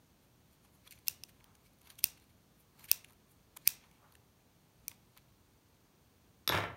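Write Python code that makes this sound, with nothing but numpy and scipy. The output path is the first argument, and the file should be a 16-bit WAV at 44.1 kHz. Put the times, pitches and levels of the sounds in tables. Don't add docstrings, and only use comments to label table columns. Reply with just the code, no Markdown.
import sys
import numpy as np
from scipy import signal
from scipy.fft import rfft, irfft
from scipy.io import wavfile

SR = 44100
rng = np.random.default_rng(int(sys.argv[2]) if len(sys.argv) > 2 else 0)


def transcribe(u):
    v = np.clip(np.atleast_2d(u).T, -1, 1)
    q = np.round(v * 32767).astype(np.int16)
    wavfile.write(sys.argv[1], SR, q)


def volts(x):
    e = np.asarray(x, float) / 20
    return 10 ** e


N = 298452

# (time [s], peak [dB], below 3 kHz [dB], 3 to 7 kHz [dB], above 13 kHz [dB])
SNAPS = [
    (1.081, -9.5, 2.5, 3, 1.5),
    (1.235, -28, 3, 7, -6),
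    (2.04, -4.5, -3, -1, -0.5),
    (2.913, -5.5, 1.5, 4.5, 5),
    (3.674, -2.5, -2.5, 0, 1),
    (4.88, -19, -2, 0, -1),
]
TOUCHDOWN_S = 6.476


def at_hz(points, hz):
    points = np.array(points)
    return np.interp(np.log(np.maximum(hz, 1)), np.log(points[:, 0]), points[:, 1])


def rms_one(x):
    return x / np.sqrt(np.mean(x ** 2) + 1e-20)


def resonate(x, hz, width_hz):
    r = np.exp(-np.pi * width_hz / SR)
    poles = [1, -2 * r * np.cos(2 * np.pi * hz / SR), r * r]
    return signal.lfilter([(1 - r * r) / 2, 0, (r * r - 1) / 2], poles, x)


def ring(x, modes):
    out = 0
    for k, (hz, db, t60) in enumerate(modes):
        r = volts(-60 / (t60 * SR))
        w = 2 * np.pi * hz / SR
        mode = signal.lfilter([0, np.sin(w)], [1, -2 * r * np.cos(w), r * r], x + 1e-18)
        out = out + (-1) ** k * volts(db) * mode
    return out


def grains(count, per_s, spread_db):
    heights_db = spread_db * np.minimum(rng.exponential(1, count), 4)
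    sizes = volts(heights_db) * rng.choice([-1, 1], count)
    return rms_one(sizes * (rng.random(count) < per_s / SR))


def add(out, s, sound):
    i = round(s * SR)
    out[i:i + len(sound)] += sound[:N - i]


def cut_top(x, hz):
    return signal.sosfilt(signal.ellip(10, .5, 55, hz, fs=SR, output="sos"), x)


def swell(ms, swell_ms, dying_ms):
    return np.exp(np.where(ms < 0, ms / swell_ms, -ms / dying_ms))


def burst(top_s, rise_ms, dying_ms):
    return swell((np.arange(N) / SR - top_s) * 1000, rise_ms, dying_ms)


def grip():
    return np.max([burst(s, rise_ms=80, dying_ms=170) for s, *_ in SNAPS], axis=0)


def housing_db(hz):
    # (centre [Hz], width [Hz], depth [dB])
    dips = [(5130, 450, -2), (7575, 620, -5.5), (10400, 1500, -10.5), (13200, 1300, -2.5), (15600, 600, -3)]
    return sum(db * np.exp(-((hz - dip_hz) / width) ** 2) for dip_hz, width, db in dips)


def hush():
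    # (frequency [Hz], density [dB per Hz])
    noise_density = [(15, -37.5), (25, -10.5), (55, -2.5), (119, -1.5), (194, -5.5), (600, -17.5),
                     (1030, -20.5), (2180, -29.5)]
    hiss_db, rumble_db, rumble_grip_db, boom_db = -64.5, -68, 4.5, -54
    hz = np.arange(N // 2 + 1) * SR / N
    spectrum = rfft(rng.standard_normal(N)) * volts(at_hz(noise_density, hz) + housing_db(hz))
    scale = volts(hiss_db) / np.std(irfft(spectrum, N))
    low_share = 1 / (1 + (hz / 500) ** 2)
    boom = burst(6.65, rise_ms=59, dying_ms=140) * (np.arange(N) > TOUCHDOWN_S * SR)
    drift = volts(rumble_db + rumble_grip_db * grip() - hiss_db) + volts(boom_db - hiss_db) * boom
    rumble = drift * irfft(spectrum * low_share, N)
    hiss = irfft(spectrum * (1 - low_share), N)
    return scale * (rumble + hiss)


def room(x):
    # (frequency [Hz], t60 [s])
    decay_times = [(200, .45), (1000, 0.5), (2500, 0.38), (6000, 0.25), (14000, .17)]
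    first_wall_s, wall_rise_s, early_end_s = .0085, .003, .026
    flutter_s, flutter_db, flutter_fade_s = .0155, 3.5, .061
    t = np.arange(SR // 2) / SR
    edges = 100 * 2 ** np.arange(0, 7.6, .5)
    white = rng.standard_normal((2, len(t)))
    tail = 0
    for k, (low, high) in enumerate(zip(edges, edges[1:])):
        band_pass = signal.butter(2, [low, high], "band", fs=SR, output="sos")
        band = signal.sosfilt(band_pass, white[k % 2])
        tail = tail + band * volts(-60 * t / at_hz(decay_times, np.sqrt(low * high)))
    corners_s = [.0014, first_wall_s, first_wall_s + wall_rise_s, early_end_s, early_end_s + wall_rise_s]
    answer = tail * volts(np.interp(t, corners_s, [-3, -14, -2.94, -2.94, -3.5], left=-80))
    answer = answer * volts(flutter_db * np.cos(2 * np.pi * t / flutter_s) * np.exp(-t / flutter_fade_s))
    hz = np.arange(len(t) // 2 + 1) * SR / len(t)
    answer = irfft(rfft(answer) * volts(.9 * housing_db(hz)), len(t))
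    return signal.fftconvolve(x, answer)[:N]


def rubbing():
    # (time of the top [s], level [dB], dying time [ms])
    rubs = [(.65, -64.5, 4.9), (.87, -63, 14), (1.469, -71.5, 130), (1.878, -68.5, 63), (2.809, -69, 99),
            (3.108, -67, 18), (3.569, -50, 4.7), (3.85, -70.5, 65), (4.05, -66, 75), (4.918, -61, 8.5),
            (5.17, -64, 9.7), (5.85, -76, 23)]
    rub_hz = 920
    out = np.zeros(N)
    ms = np.arange(-8000, 8000) / SR * 1000
    for (s, db, dying_ms), noise in zip(rubs, rng.standard_normal((len(rubs), len(ms)))):
        rub = resonate(resonate(noise, rub_hz, .8 * rub_hz), rub_hz, .8 * rub_hz)
        add(out, s - 8000 / SR, volts(db) * rms_one(rub) * swell(ms, .58 * dying_ms, dying_ms))
    return out


def rattling_db(t):
    slide_db, rattle_db = -55, -34
    full_s, settle_s = 6.52, 6.636
    landed = np.clip((t - full_s) / 0.0067 + 1, 0, 1)
    sag_db = 70 * np.maximum(t - full_s, 0)
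    dying_db = 220 * np.maximum(t - settle_s, 0)
    return slide_db + (rattle_db - slide_db) * landed - sag_db - dying_db


def laying_down():
    # (time [s], peak [dB])
    ticks = [(6.4757, -8), (6.491, -13), (6.522, -25.5), (6.5315, -33), (6.549, -26.5), (6.558, -40),
             (6.575, -30), (6.584, -38), (6.603, -35.5), (6.625, -47), (6.638, -39), (6.763, -59)]
    # (time [s], peak [dB], contact pitch [Hz])
    thuds = [(6.4985, -14.5, 1500), (6.5222, -19, 2500), (6.5232, -17, 1800), (6.5458, -14, 1300),
             (6.551, -18, 2800), (6.554, -45, 2000), (6.575, -18.5, 2080), (6.585, -16.5, 1500),
             (6.605, -28, 1500), (6.612, -31, 1500), (6.64, -23.5, 1800), (6.654, -31, 1500),
             (6.701, -40, 1600)]
    # (frequency [Hz], level [dB], t60 [s])
    steel = [(1300, -14, 0.021), (2500, -33, 0.0041), (3432, -8, 0.021), (3810, 2, 0.006),
             (4960, -8, 0.0081), (5410, -6, 0.0096), (6650, -9, 0.007), (7350, -13, 0.004),
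             (8880, -8, 0.007), (10000, -9.5, .003), (11560, -17.5, 0.066), (12660, -15.5, 0.0065),
             (14000, -16.5, 0.0036), (15000, -23, .012)]
    # (frequency [Hz], level [dB], t60 [s])
    table = [(86, -16, 0.17), (108, -15, 0.25), (164.4, -10.5, 0.11), (343, -5, 0.027), (456, -6, 0.055),
             (500, -4, 0.024), (729, -7, 0.033), (853, -11.5, 0.056), (1177, 3, 0.011), (1338, 0.5, 0.032),
             (1800, 7.5, 0.0086), (2050, -1.5, 0.025), (2280, 4, 0.013), (3070, 7, 0.0062)]
    start = round(6.4 * SR)
    count = N - start
    t = np.arange(start, N) / SR
    handles_s = thuds[0][0]
    tips, pushes = np.zeros(N), np.zeros(N)

    scrape = rng.standard_normal((len(ticks), 60)) * np.exp(-np.arange(60) / 14)
    scrape[:, 0] = 3.8
    for (s, db), touch in zip(ticks, scrape):
        softer = 0.72 * (s > handles_s)
        add(tips, s + 0.00074, volts(db - 22.5) * rms_one(signal.lfilter([1], [1, -softer], touch)))
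    for s, db, contact_hz in thuds:
        add(pushes, s, -volts(db) * signal.windows.hann(int(SR / contact_hz)))
    tips, pushes = tips[start:], pushes[start:]

    friction_db, sliding = rattling_db(t), t > TOUCHDOWN_S
    rattle = volts(friction_db - 24.5) * grains(count, per_s=1200, spread_db=1.5) * (t > handles_s)
    soft_rattle = signal.lfilter([.3], [1, -.7], rattle)
    grit = signal.lfilter([.4], [1, -.6], grains(count, per_s=16000, spread_db=-7.0))
    grit = volts(friction_db - 13) * grit * sliding
    skid = signal.lfilter([1], [1, -.6], rng.standard_normal(count))
    skid = volts(friction_db - 15) * skid * sliding * swell((t - 6.585) * 1000, 900, 22)
    air_push = signal.lfilter([1, -1], [1, -.93], pushes)

    steel_ring = ring(tips + volts(-30) * rattle + volts(-38) * skid, steel)
    table_ring = ring(volts(-36.5) * pushes + soft_rattle + volts(-26.5) * tips, table)
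    out = np.zeros(N)
    out[start:] = steel_ring + grit + skid + volts(-2) * air_push + table_ring
    return out


def yarn():
    # (time of the top [s], peak [dB], dying time [ms], brightness [dB])
    crunches = [(0.8749, -37.5, 2.4, -8.5), (0.911, -44, 3.5, -1), (0.9144, -45, 2.7, -2),
                (0.9238, -31.5, 2.4, 5), (0.9346, -46, 2.5, -9), (0.9767, -57, 2, -18),
                (0.9873, -52, 1.6, 1), (1.2919, -47.5, 5.4, 2), (1.4419, -35.5, 0.65, 4),
                (1.5524, -46.5, 1.6, 4), (1.8156, -48, 1, 8), (1.8716, -40, 1.1, -5.5),
                (1.9016, -35, 2.9, -0.5), (1.9897, -34, 3.5, 2.5), (2.1749, -43.5, 2.5, -4.5),
                (2.794, -42.5, 1.3, 4), (2.8419, -35, 2.3, 2.5), (2.8876, -42, 5, 1), (3.045, -37.5, 2, -9),
                (3.5664, -33, 2, 6.5), (3.5705, -27.5, 0.99, 5), (3.9125, -45, 0.87, 1),
                (4.123, -41, 1.2, 6), (4.1525, -39.5, 0.82, -9), (4.9142, -36, 1.15, -3),
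                (5.1742, -35, 1.1, -3)]
    # (time of the top [s], peak [dB], dying time [ms], brightness [dB])
    last_strands = [
        (1.058, -56, 0.72, 19),
        (1.073, -29.5, 2.5, 6),
        (1.079, -68, 2.3, 3),
        (2.04, -30.5, 4.4, 7.5),
        (2.897, -37.5, 5.1, 0.5),
        (2.9094, -34.5, 2.5, 1.5),
        (3.661, -40, 6, 0.5),
        (3.671, -25, 1.7, 3),
    ]
    # (time of the top [s], peak [dB], dying time [ms], brightness [dB])
    rustles = [(.235, -65, 13, 6), (.53, -58.5, 14, 8), (.65, -56.5, 10, 1), (.75, -63.5, 14, 16),
               (.865, -53, 14, -4), (.955, -54.5, 16, -2), (1.662, -57, 14, 3), (1.856, -54, 16, -1.5),
               (1.875, -47, 3.8, -1), (1.918, -49, 11, 1), (2.005, -51.5, 4.3, -3.5),
               (2.221, -61.5, 8.1, 0), (2.301, -61.5, 5.7, -3), (2.605, -62, 14, 21), (2.807, -52, 16, 4),
               (2.83, -50.5, 6, 4), (2.854, -41, 4.7, 1.5), (3.085, -57, 10, 4), (3.315, -59.5, 13, 14.5),
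               (3.62, -59.5, 12.3, 5), (3.84, -57, 11.7, -15), (5.172, -58.5, 14.5, -6),
               (3.95, -67, 22, -14)]
    # (time [s], peak [dB], brightness [dB])
    tiny_ticks = [(.908, -36, 14), (0.981, -55, 8), (1.402, -49, -10), (1.407, -47, -15), (1.668, -48, -8),
                  (1.732, -45, 1), (1.786, -52, 10), (1.795, -55, 0), (1.811, -46, 15), (1.83, -53, 8),
                  (1.954, -41, -9), (2.198, -43, 14), (2.24, -44.5, 4), (2.78, -48, -4), (2.807, -50, 6),
                  (3.054, -53.5, -3), (3.097, -49, 0), (3.106, -39, -5), (3.122, -45, 12),
                  (3.132, -39.5, 7), (3.856, -52, 1), (4.138, -49, 15), (5.119, -56.5, 12),
                  (5.165, -42, -12), (5.181, -41, -6)]
    # (frequency [Hz], width [Hz], level [dB])
    open_body = [(1500, 250, -6.5), (2300, 590, 0), (3320, 600, -1), (4280, 560, -2), (6100, 740, -6.5),
                 (7100, 700, -8), (9300, 640, -3), (11360, 730, -3.5), (12500, 1100, -4), (14700, 1200, -8)]
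    squeeze_db, squeeze_grip_db = -74, 4.5

    ms = np.arange(-4000, 4000) / SR * 1000
    events = []   # (s, dB, brightness dB, envelope)
    for rows, swell_share in [(crunches, .95), (last_strands, 1), (rustles, 1.1)]:
        for s, db, dying_ms, bright_db in rows:
            events.append((s, db, bright_db, swell(ms, swell_share * dying_ms, dying_ms)))
    for s, db, bright_db in tiny_ticks:
        events.append((s, db, bright_db, swell(ms, .2, .5)))

    chances = rng.standard_normal((len(events), len(open_body)))
    fibres = grains(N, per_s=17000, spread_db=4.5)
    squeeze = volts(squeeze_db + squeeze_grip_db * grip() - 7)
    out = 0
    for k, (hz, width, mode_db) in enumerate(open_body):
        push = squeeze * volts(-4 * (hz > 12000))
        tilt = np.tanh(2.0 * np.log(hz / 5500)) / 2
        for (s, db, bright_db, shape), chance in zip(events, chances[:, k]):
            push_db = db - 15.5 + tilt * bright_db + 3.2 * chance
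            add(push, s + .001 - 4000 / SR, volts(push_db) * shape)
        out = out + (-1) ** k * volts(mode_db + 9.5) * resonate(fibres * push, hz, width)
    return out


def snaps():
    # (frequency [Hz], width [Hz], level [dB])
    snap_body = [(870, 550, -20), (2556, 160, -1.5), (3780, 500, -14), (4380, 200, -8.5), (5380, 640, -2.5),
                 (6300, 190, -5), (7000, 600, -16.5), (8730, 430, -5.5), (9660, 280, -1), (11610, 390, -7),
                 (11700, 260, -8.5), (13440, 2700, -5.5), (14300, 700, 4.5), (15300, 350, -20)]
    # (frequency [Hz], width [Hz], level [dB])
    far_body = [(1000, 690, -23.5), (2750, 150, -8.5), (3910, 860, -19.5), (5800, 980, -12.5),
                (9505, 4200, -5), (14300, 5800, -6)]
    chatter_ms = .85
    near, far = np.zeros(N), np.zeros(N)
    t = np.arange(2000) / SR
    thump = resonate(np.exp(-t / .004), 120, 130)
    click = 1. * (t == 0)
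    noise = rng.standard_normal((len(SNAPS), 2000))
    for (s, db, low_db, middle_db, top_db), chatter in zip(SNAPS, noise):
        def colour_db(hz):
            if hz < 3000:
                return low_db
            return middle_db if hz < 7000 else top_db * (hz > 13000)

        def sagged(hz):
            return hz * (1 - .035 * (s - 2.8) * (hz < 3000))

        contact = click + volts(-14) * chatter * np.exp(-(t * 1000 / chatter_ms) ** 1.7)
        direct, around = 0, 0
        for k, (hz, width, mode_db) in enumerate(snap_body):
            shaken = clean = resonate(click, sagged(hz), width)
            if hz >= 3000:
                rough = resonate(contact, hz, width)
                shaken = rough * np.std(clean) / np.std(rough)
            direct = direct + (-1) ** k * volts(mode_db + colour_db(hz)) * shaken
        for hz, width, mode_db in far_body:
            around = around + volts(mode_db + 0.49 * colour_db(hz)) * resonate(click, sagged(hz), width)
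        hands = volts(db - 44) * thump / thump.max()
        add(near, s + .0013, volts(db) * direct / np.abs(direct).max() + hands)
        add(far, s + .0013, volts(db + 21) * around)
    return near, far


def scene():
    near, far = snaps()
    fibres, laid = yarn(), laying_down()
    walls = room(volts(-43) * (far + volts(1.5) * fibres) + volts(-31) * laid)
    sharp = signal.sosfilt(signal.cheby2(10, 50, 17150, fs=SR, output="sos"), near)
    steady = cut_top(fibres + rubbing() + laid + walls + hush(), 15800)
    return (sharp + steady)[None]


def roll_off(x):
    return signal.sosfilt(signal.butter(12, 17160, fs=SR, output="sos"), x)


def record(dry):
    heard = signal.sosfilt(signal.butter(3, 40, "high", fs=SR, output="sos"), dry)
    return roll_off(heard)


dry = scene()
out = record(dry)
transcribe(out)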